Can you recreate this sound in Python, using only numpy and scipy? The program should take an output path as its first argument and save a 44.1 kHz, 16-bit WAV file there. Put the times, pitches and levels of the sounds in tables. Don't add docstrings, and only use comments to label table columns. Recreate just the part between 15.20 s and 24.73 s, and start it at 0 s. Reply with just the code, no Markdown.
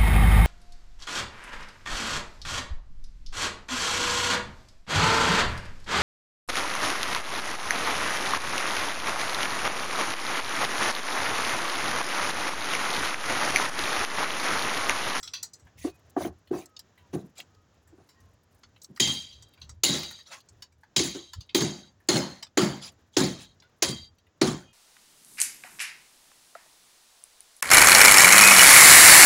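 import sys
import numpy as np
from scipy import signal
from scipy.fft import rfft, irfft
from scipy.io import wavfile
from scipy.ndimage import uniform_filter1d

SR = 44100
rng = np.random.default_rng(int(sys.argv[2]) if len(sys.argv) > 2 else 0)


def store_pcm(level_fs):
    pcm = np.round(np.clip(level_fs, -1, 1) * 32767).astype(np.int16)
    wavfile.write(sys.argv[1], SR, np.atleast_2d(pcm).T)


def linear_from_db(decibels):
    return 10 ** (np.asarray(decibels, float) / 20)


N = 420273
CLOCK = np.arange(N) / SR

# (heel time [s], mode 1 [dB], mode 2 [dB], mode 3 [dB], mode 4 [dB], mode 5 [dB])
FIRM_STEPS = [(3.8, -40, -44, -69.5, -46.5, -47), (4.6356, -54, -42, -51.5, -46, -47.5),
              (5.7626, -51.5, -47, -70, -52.5, -50), (6.3463, -54, -50, -66, -51.5, -49.5),
              (6.887, -67.5, -68.5, -44.5, -76.5, -55), (7.374, -57, -70.5, -71.5, -52, -64),
              (7.969, -56, -53.5, -54.5, -67, -60.5), (8.626, -51, -53.5, -65, -51, -61),
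              (9.214, -63, -76, -111, -70.5, -72)]
# (stretch of metal t60 [factor], time from heel to cut-off [s],
# stretch of wood t60 [factor], stretch of rattle t60 [factor])
STEP_RINGING = [(0.7, 0.86, 1, 1.2), (1, 0.415, 1.15, 1.2), (0.81, 0.71, 0.73, 1.04),
                (0.76, .37, 1.23, 1.005), (0.76, 0.357, 1.18, 1.05), (0.56, 0.37, 1.17, 1.1),
                (0.81, 0.39, 1, .9), (0.82, 0.27, 0.75, 0.53), (1.3, 0.32, 0.93, 0.81)]
# (time [s], beam [dB], plank [dB], knock [dB], t60 [s])
SOFT_STEPS = [(0.641, -71, -21.5, -38, 0.13), (0.67, -66, -37.5, -39, 0.088),
              (0.962, -45, -19.5, -24.5, 0.098), (1.0, -39, -37, -34.5, 0.47),
              (1.045, -37, -27.5, -37, 0.18), (1.306, -41, -20.5, -44, 0.066), (1.325, -42, -28, -36, 0.45),
              (1.929, -29.5, -26, -40.5, 0.33), (2.02, -41.5, -50.5, -57, 0.22),
              (2.185, -69, -60, -48, 0.12), (2.722, -63, -48.5, -66, 0.11), (2.775, -60, -53.5, -57, 0.24),
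              (3.685, -46, -52, -82, .3)]
# (frequency [Hz], spectrum level [dB])
RATTLE_COLOUR = [(1060, -8), (1800, -6.5), (2730, -5), (3230, 0), (4220, 0.5), (5680, -3), (7100, 0.5),
                 (8080, -15), (10800, -13), (12000, -37.5), (15600, -15), (16000, -32), (16500, -51)]


def rms_one(x):
    return x / np.sqrt(np.mean(x ** 2) + 1e-20)


def resonate(x, hz, width_hz):
    r = np.exp(-np.pi * width_hz / SR)
    feedback = [1, -2 * r * np.cos(2 * np.pi * hz / SR), r * r]
    return signal.lfilter([(1 - r * r) / 2, 0, (r * r - 1) / 2], feedback, x)


def body(x, modes):
    total = 0
    for k, (hz, width_hz, db) in enumerate(modes):
        total = total + (-1) ** k * linear_from_db(db) / np.sqrt(width_hz) * resonate(x, hz, width_hz)
    return rms_one(total)


def coloured(x, spectrum):
    hz, db = np.transpose(spectrum)
    bins_hz = np.maximum(np.arange(N // 2 + 1) * SR / N, 1)
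    return rms_one(irfft(rfft(x) * linear_from_db(np.interp(np.log(bins_hz), np.log(hz), db)), N))


def contacts(per_s, spread_db):
    sizes = linear_from_db(spread_db * np.minimum(rng.exponential(1, N), 4)) * rng.choice([-1, 1], N)
    return rms_one(sizes * (rng.random(N) < per_s / SR) + 1e-18)


def drift(rate_hz):
    r = np.exp(-80 * np.pi * rate_hz / SR)
    noise = rng.standard_normal(N // 40 + 2002)
    slow = signal.lfilter([1], [1, -2 * r, r * r], noise)[2000:]
    return np.interp(np.arange(N) / 40, np.arange(len(slow)), rms_one(slow))


def clatter(low_hz, high_hz, sharpness, patchy_db, count):
    grit, dealt = contacts(per_s=13000, spread_db=0.5), rng.integers(0, count, N)
    pitches = np.geomspace(low_hz, high_hz, count) * linear_from_db(rng.normal(0, 0.059, count))
    total = 0
    for k, hz in enumerate(np.minimum(pitches, 17000)):
        share = grit * (dealt == k) * linear_from_db(patchy_db * drift(17))
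        total = total + resonate(share, hz, hz / sharpness)
    return rms_one(total)


def evened(x, span_s):
    level = np.sqrt(uniform_filter1d(x ** 2, size=int(span_s * SR)).clip(0)) + .15
    return rms_one(x / level ** 0.92)


def blow(since, rise_s, t60, crack_db):
    crack_t60_s = 0.044
    after = np.maximum(since - rise_s, 0)
    tail_and_crack = linear_from_db(-60 * after / t60) + linear_from_db(crack_db - 60 * after / crack_t60_s)
    return np.clip(since / rise_s, 0, 1) ** 2 * tail_and_crack


def swells(rows):
    power = np.zeros((len(rows[0]) - 2, N))
    for s, length, *db in rows:
        span = slice(int(s * SR), int((s + length) * SR))
        done = ((CLOCK[span] - s) / length).clip(0, 1)
        arch = np.sin(np.pi * done ** .8).clip(0) ** 1.8
        power[:, span] += (linear_from_db(db)[:, None] * arch) ** 2
    return np.sqrt(power)


def last_hard_step():
    starts = np.array(FIRM_STEPS)[:, 0]
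    step = np.searchsorted(starts, CLOCK) - 1
    return step, np.maximum(CLOCK - starts[step], 0)


def hum_gain():
    # (time [s], length [s], level [dB])
    hum_swells = [(0.0, 0.12, -56), (0.41, 0.11, -52.5), (0.53, 0.27, -49.5), (0.82, 0.17, -60),
                  (0.96, .27, -49.5), (1.27, .18, -53), (1.75, 0.16, -62), (1.89, 0.16, -51),
                  (2.98, 0.17, -56.5), (3.38, 0.26, -61), (4.06, 0.31, -54.5), (4.37, 0.3, -46.5),
                  (5.28, 0.2, -56), (6.15, 0.087, -42)]
    step, since = last_hard_step()
    thump = (step >= 0) * linear_from_db(-44.5) * blow(since, rise_s=.04, t60=0.8, crack_db=-19)
    steady = linear_from_db(-68 + 3 * drift(4))
    return np.sqrt(steady ** 2 + swells(hum_swells)[0] ** 2 + thump ** 2)


def harbour():
    # (frequency [Hz], spectrum level [dB])
    hiss_colour = [(65, -22.5), (110, -4), (458, -10.5), (1060, -16), (1900, -18.5), (2030, -23),
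                   (3970, -25), (4310, -27.5), (4790, -25.5), (7130, -25), (8440, -46.5), (15200, -44.5),
                   (16500, -37)]
    # (time [s], level [dB])
    hiss_course = [(0.0, -65.5), (0.3, -64), (1.3, -64.5), (2.4, -65.5), (3.6, -66.5), (4.2, -67.5),
                   (4.5, -63.5), (4.62, -75), (5.0, -69.5), (5.35, -65), (5.53, -71.5), (5.72, -67.5),
                   (6.0, -68.5), (6.75, -69.5), (7.2, -68.5), (7.8, -67), (8.5, -66), (9.53, -71.5)]
    hum = rms_one(resonate(resonate(rng.standard_normal(N), 85, 25), 80, 70))
    hum += linear_from_db(-12) * rms_one(resonate(resonate(rng.standard_normal(N), 55, 40), 55, 60))
    hiss = coloured(rng.standard_normal(N), hiss_colour) * linear_from_db(1.2 * drift(6))
    impact_band = signal.butter(2, [4000, 16000], "band", fs=SR, output="sos")
    impacts = signal.sosfilt(impact_band, contacts(per_s=25, spread_db=5.0))
    crackle = uniform_filter1d(np.abs(impacts), size=500) * rng.standard_normal(N)
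    crackle_band = signal.butter(2, [5000, 15500], "band", fs=SR, output="sos")
    hiss += linear_from_db(-15) * rms_one(signal.sosfilt(crackle_band, crackle))
    return hum_gain() * hum + linear_from_db(np.interp(CLOCK, *np.transpose(hiss_course))) * hiss


def pings():
    # (time [s], length [s], first pitch [Hz], last pitch [Hz], level [dB])
    far_pings = [(.68, .1, 2500, 2500, -68), (1.42, .19, 1310, 1240, -66), (2.29, .17, 1265, 1250, -72),
                 (2.95, .07, 1890, 1880, -68), (1.8, .1, 1000, 940, -70), (2.94, .18, 1063, 1060, -71),
                 (8.43, .05, 1400, 1500, -63), (9.46, .09, 2500, 2500, -70), (9.47, .08, 2870, 2870, -74)]
    out, waver = np.zeros(N), linear_from_db(2.0 * drift(25))
    for s, length, first_hz, last_hz, db in far_pings:
        done = np.clip((CLOCK - s) / length, 0, 1)
        turns = length * (first_hz * done + (last_hz - first_hz) * done ** 2 / 2)
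        swell = np.sqrt(2 * np.sin(np.pi * done).clip(0))
        out += linear_from_db(db) * swell * waver * np.sin(2 * np.pi * turns)
    return out


def scuffs():
    # (time [s], length [s], low part [dB], high part [dB])
    drags = [(2.15, 0.096, -60, -49.5), (5.05, 0.097, -60.5, -53), (5.1, 0.075, -44, -45),
             (5.11, 0.11, -53, -50), (7.61, 0.08, -53.5, -39), (7.64, 0.076, -55, -42),
             (7.92, 0.0643, -71.5, -59), (8.17, 0.11, -56, -45.5)]
    low, high = swells(drags)
    knocks = clatter(550, 2600, sharpness=12, patchy_db=4.0, count=8)
    grit = clatter(2300, 16000, sharpness=20, patchy_db=5.0, count=16)
    return low * evened(knocks, span_s=.02) + high * coloured(grit, RATTLE_COLOUR)


def tick_rows():
    # (time [s], nominal peak [dB], nominal pitch [Hz], t60 [s],
    # low part [dB], top part [dB])
    marked = [(0.0, -40.5, 6750, .13, -59, -61), (0.0293, -29, 5180, .27, -51.5, -53.5),
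              (0.0753, -22, 3920, 0.07, -47.5, -51), (0.1366, -19, 4200, .2, -45.5, -47),
              (0.2298, -18, 5930, .11, -47, -33.5), (0.3351, -30.5, 6100, 0.1, -65, -53.5),
              (0.397, -50, 6700, 0.16, -70, -77), (0.4694, -51, 2280, 0.13, -57.5, -76),
              (1.274, -42.5, 3040, 0.087, -72, -62), (1.4585, -28, 6400, .037, -59, -41),
              (1.5662, -24.5, 4520, 0.045, -61, -63), (1.5933, -26.5, 4900, .058, -55, -39.5),
              (1.7769, -51, 2780, 0.24, -63, -67.5), (2.1805, -35, 7040, 0.13, -63, -51),
              (2.2019, -20.5, 2710, 0.05, -50, -38.5), (2.3481, -40, 4760, 0.026, -67, -85),
              (2.6747, -54, 7300, .16, -66, -64), (2.89, -48, 4730, .22, -64.5, -64.5),
              (3.3474, -72, 2370, .1, -75, -60.5), (3.4341, -36.5, 4400, 0.083, -49.5, -79.5),
              (3.5628, -40, 2760, .06, -61, -69), (3.6182, -32, 6000, 0.067, -76, -55),
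              (3.6336, -47.5, 6060, .11, -85, -45.5), (3.6451, -24.5, 5700, .042, -59, -55.5),
              (3.7628, -34.5, 4760, 0.081, -56, -56.5), (3.7742, -38.5, 4680, .046, -37, -43),
              (4.1284, -36, 4050, 0.095, -77, -70), (4.2245, -34, 5900, 0.074, -59.5, -57),
              (4.3364, -45, 3180, 0.089, -80, -57.5), (4.3754, -54, 3260, 0.22, -61.5, -81.5),
              (4.4159, -32, 4020, .14, -63, -64), (4.4935, -29.5, 5740, .085, -50.5, -57.5),
              (4.8319, -22, 3680, .1, -45, -42.5), (4.9097, -38, 3890, .14, -46.5, -45.5),
              (4.9886, -41, 4010, 0.14, -53.5, -63.5), (5.2037, -40, 4200, .07, -73, -74.5),
              (5.2883, -37, 6660, 0.065, -65, -72.5), (5.4227, -27, 4600, .093, -48.5, -46),
              (5.6341, -54.5, 4350, 0.12, -51.5, -70.5), (5.9504, -42, 3970, 0.111, -60, -58),
              (6.134, -27, 4530, 0.096, -44.5, -46.5), (6.2073, -32, 4480, .11, -63.5, -56),
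              (6.2932, -30.5, 3220, 0.095, -64, -85), (6.8018, -66, 2610, 0.16, -61, -70),
              (7.2275, -19.5, 4950, .08, -39.5, -45), (7.2674, -41, 3600, 0.069, -56.5, -69),
              (8.4018, -34.5, 4870, 0.038, -73, -72.5), (8.4224, -46.5, 3530, .17, -59, -75),
              (8.984, -48.5, 3900, .09, -70.5, -66), (9.0678, -51.5, 2490, 0.087, -87, -79.5)]
    faint_per_s, faint_loudest_db, faint_t60_s = .9, -53.5, .1
    draws = rng.random((int(faint_per_s * N / SR), 5))
    s, hz = draws[:, 0] * N / SR, 2300 * 3 ** draws[:, 2]
    db = faint_loudest_db - 8 * draws[:, 1]
    low_db, top_db = db - 4 - 12 * draws[:, 3], db - 8 - 14 * draws[:, 4]
    return np.r_[marked, np.c_[s, db, hz, np.full(len(db), faint_t60_s), low_db, top_db]]


def ticks():
    out, grit = np.zeros(N), contacts(per_s=13000, spread_db=1.0)
    rows = tick_rows()
    chance = rng.normal(0, 1, (len(rows), 7))
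    top = signal.butter(4, 7800, "high", fs=SR, output="sos")
    for (s, db, hz, t60, low_db, top_db), jitter in zip(rows, chance):
        start = max(int((s - .003) * SR), 0)
        t = CLOCK[:min(int(.2 * SR), N - start)]
        burst = grit[start:start + len(t)]
        octaves = np.array([0, -.3, 0.15, -.6, .55]) + np.r_[0, .06 * jitter[:4]]
        middle = low = 0
        for o, f in zip(octaves, np.clip(hz * 2 ** octaves, 2000, 7600)):
            middle = middle + linear_from_db(-9 * abs(o)) * resonate(resonate(burst, f, f / 5), f, f / 22)
        for f in np.array([1050, 1500, 1950]) * 2 ** (0.19 * jitter[4:]):
            low = low + resonate(resonate(burst, f, 650), f, 120)
        fade = linear_from_db(-60 * t / np.clip(t60, .02, .3))
        shape = (fade + 0.68 * fade ** 4) * np.minimum(t / 0.0044, 1) ** 2
        parts = linear_from_db(db - 10.5) * rms_one(middle) + linear_from_db(low_db) * rms_one(low)
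        parts += fade ** .6 * linear_from_db(top_db) * rms_one(signal.sosfilt(top, burst))
        out[start:start + len(t)] += shape * parts
    return out


def metal():
    mode_hz = [3205, 3860, 4240, 4670, 6420, 2070, 7110, 8370, 10500]
    # (width [Hz], t60 of the shaking before its stretch [s])
    mode_decay = [(38, .85), (95, .9), (110, .75), (32, .9), (60, .7), (45, .6), (50, .55), (35, .75),
                  (70, .5)]
    weak_modes = [-9, -4.5, -15.5, -23.5]
    loud, (step, since), out = np.array(FIRM_STEPS)[:, 1:], last_hard_step(), np.zeros(N)
    strengths_db = np.c_[loud, loud.mean(axis=1)[:, None] + weak_modes]
    stretch, cutoff_s = np.array(STEP_RINGING)[step, :2].T
    still_open = (step >= 0) * np.clip((cutoff_s - since) / 0.044, 0, 1)
    for hz, (width_hz, t60), db in zip(mode_hz, mode_decay, strengths_db.T):
        shake = still_open * linear_from_db(db[step] - 60 * (since - .13) / (t60 * stretch))
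        ring = resonate(contacts(per_s=900, spread_db=3.5) * shake + 1e-18, hz, width_hz)
        out += ring * np.sqrt(3 * SR / (np.pi * width_hz))
    return out


def landing_gains():
    # (time [s], beam [dB], plank [dB], knock [dB], rattle [dB])
    landings = [(3.797, -31.5, -32.5, -37, -24), (3.865, -33, -47.5, -42, -32),
                (4.633, -40, -34, -36, -20.5), (4.68, -28.5, -30.5, -39.5, -30.5),
                (4.729, -41, -37.5, -38, -32.5), (5.761, -31.5, -36, -36.5, -21.5),
                (5.785, -40.5, -25, -38.5, -27), (5.839, -33, -36, -43, -40.5),
                (5.94, -51, -34.5, -47, -44), (6.345, -36, -21.5, -32, -24.5), (6.4, -24.5, -27, -36, -29),
                (6.885, -34, -23, -27, -23.5), (6.926, -22, -39.5, -40.5, -33.5),
                (6.949, -34, -27, -29.5, -30), (7.371, -30, -18, -25.5, -25),
                (7.41, -21.5, -30, -30.5, -34.5), (7.965, -28.5, -20, -27.5, -23.5),
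                (7.995, -22, -27.5, -32, -31), (8.03, -26, -29, -40.5, -31),
                (8.621, -41.5, -30, -28.5, -20.5), (8.678, -29, -35, -45.5, -32),
                (9.212, -24, -18, -25.5, -24.5), (9.264, -25, -36, -37, -33), (9.32, -52, -40.5, -51, -64)]
    # (rise [s], unstretched t60 [s], crack over tail [dB])
    layers = [(0.022, .33, -9), (.007, 0.29, -1), (0.0045, 0.39, -2.5), (0.0037, 0.41, 4.5)]
    soft_rise = [0.0227, .01, 0.0071]
    # (time [s], length [s], level [dB])
    shuffles = [(0.57, 0.057, -48.5), (0.6, 0.13, -44.5), (0.96, 0.097, -49), (0.98, 0.13, -42.5),
                (1.31, 0.11, -51), (1.34, .13, -49), (1.925, 0.048, -47), (1.94, 0.11, -58.5),
                (2.74, 0.2, -74)]
    cutoff_fade_s, soft_damping_db_per_s2 = .08, 899
    power, heels = np.zeros((4, N)), np.array(FIRM_STEPS)[:, 0]
    rise_s, t60, crack_db = np.transpose(layers)[:, :, None]
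    for s, *db in landings:
        step = np.searchsorted(heels, s + .01) - 1
        span = slice(int(s * SR), int((s + .7) * SR))
        _, cutoff_s, wood, loose = STEP_RINGING[step]
        follows = s - heels[step] > .01
        slower = 2.7 ** (follows * np.c_[[0, 1, 1, 1]])
        stretch = np.c_[[wood, wood, wood, loose]]
        shape = blow(CLOCK[span] - s, rise_s * slower, t60 * stretch, crack_db - follows * 10)
        still_open = np.clip(1 + (heels[step] + cutoff_s - CLOCK[span]) / cutoff_fade_s, 0, 1)
        power[:, span] += (linear_from_db(db)[:, None] * still_open * shape) ** 2
    for s, *db, soft_t60 in SOFT_STEPS:
        span = slice(int(s * SR), int((s + .4) * SR))
        since = CLOCK[span] - s
        choke = linear_from_db(-soft_damping_db_per_s2 * since ** 2)
        shape = blow(since, np.c_[soft_rise], soft_t60, crack_db=-21) * choke
        power[:3, span] += (linear_from_db(db)[:, None] * shape) ** 2
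    power[3] += swells(shuffles)[0] ** 2
    return np.sqrt(power)


def footfalls():
    # (frequency [Hz], width [Hz], level [dB])
    beam_modes = [(130.5, 30, -2), (154, 25, 0), (179.3, 27, 1), (207, 99, 2)]
    # (frequency [Hz], width [Hz], level [dB])
    plank_modes = [(274, 13, -5.5), (301.7, 60, -1), (352.6, 43, 4.5), (377, 45, 1), (453, 74, -11.5)]
    # (frequency [Hz], spectrum level [dB])
    knock_colour = [(300, -25.5), (500, 1.5), (800, -1.5), (1300, -4.5), (2000, -6.5), (2800, -3.5)]
    # (frequency [Hz], width [Hz], level [dB])
    soft_knock_modes = [(537, 160, -5), (728, 83, 1.5), (1106, 170, -6.5), (1550, 140, -11),
                        (1820, 230, -16.5)]
    # (frequency [Hz], spectrum level [dB])
    shuffle_colour = [(1060, -29), (1800, -3), (4990, -9), (6410, -4), (8160, -14), (10200, -8),
                      (12700, -28), (15300, -8), (16000, -23), (16500, -35)]
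    beam, plank, knock, rattle = landing_gains()
    step, since = last_hard_step()
    firm_s, soft_s = np.array(FIRM_STEPS)[:, 0], np.array(SOFT_STEPS)[:, 0]
    heel = np.zeros(N)
    heel[(np.r_[firm_s, soft_s + .003] * SR).astype(int)] = 14

    beam_ring = resonate(body(contacts(per_s=300, spread_db=4.5), beam_modes), 175, 170)
    wood = beam * evened(beam_ring, span_s=.03)
    wood += beam * linear_from_db(-27.5) * rms_one(resonate(rng.standard_normal(N), 50, 45))
    plank_ring = body(contacts(per_s=700, spread_db=1.0) + heel, plank_modes)
    wood += plank * evened(plank_ring, span_s=0.014)
    knocks = clatter(480, 2100, sharpness=13, patchy_db=4.0, count=14)
    hard_knock = evened(coloured(knocks, knock_colour), span_s=0.024)
    soft_knock = body(contacts(per_s=1100, spread_db=-1.0) + heel, soft_knock_modes)
    wood += knock * np.where(step >= 0, hard_knock, soft_knock)

    loose = clatter(1900, 16000, sharpness=22, patchy_db=4.5, count=36)
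    hard = evened(coloured(loose, RATTLE_COLOUR), span_s=0.012)
    top = signal.sosfiltfilt(signal.butter(3, 8200, "high", fs=SR, output="sos"), hard)
    hard += top * (linear_from_db(5.0 - 31 * since + 1.8 * drift(30)) - 1)
    firm_walk = CLOCK > firm_s[0] - .01
    return wood + rattle * linear_from_db(-1.5) * np.where(firm_walk, hard, coloured(loose, shuffle_colour))


def scene():
    return (harbour() + pings() + scuffs() + ticks() + metal() + footfalls())[None]


def low_pass(x):
    return signal.sosfilt(signal.butter(12, 16980, fs=SR, output="sos"), x)


def record(dry):
    return low_pass(0.56 * np.tanh(dry / 0.66))


dry = scene()
out = record(dry)
store_pcm(out)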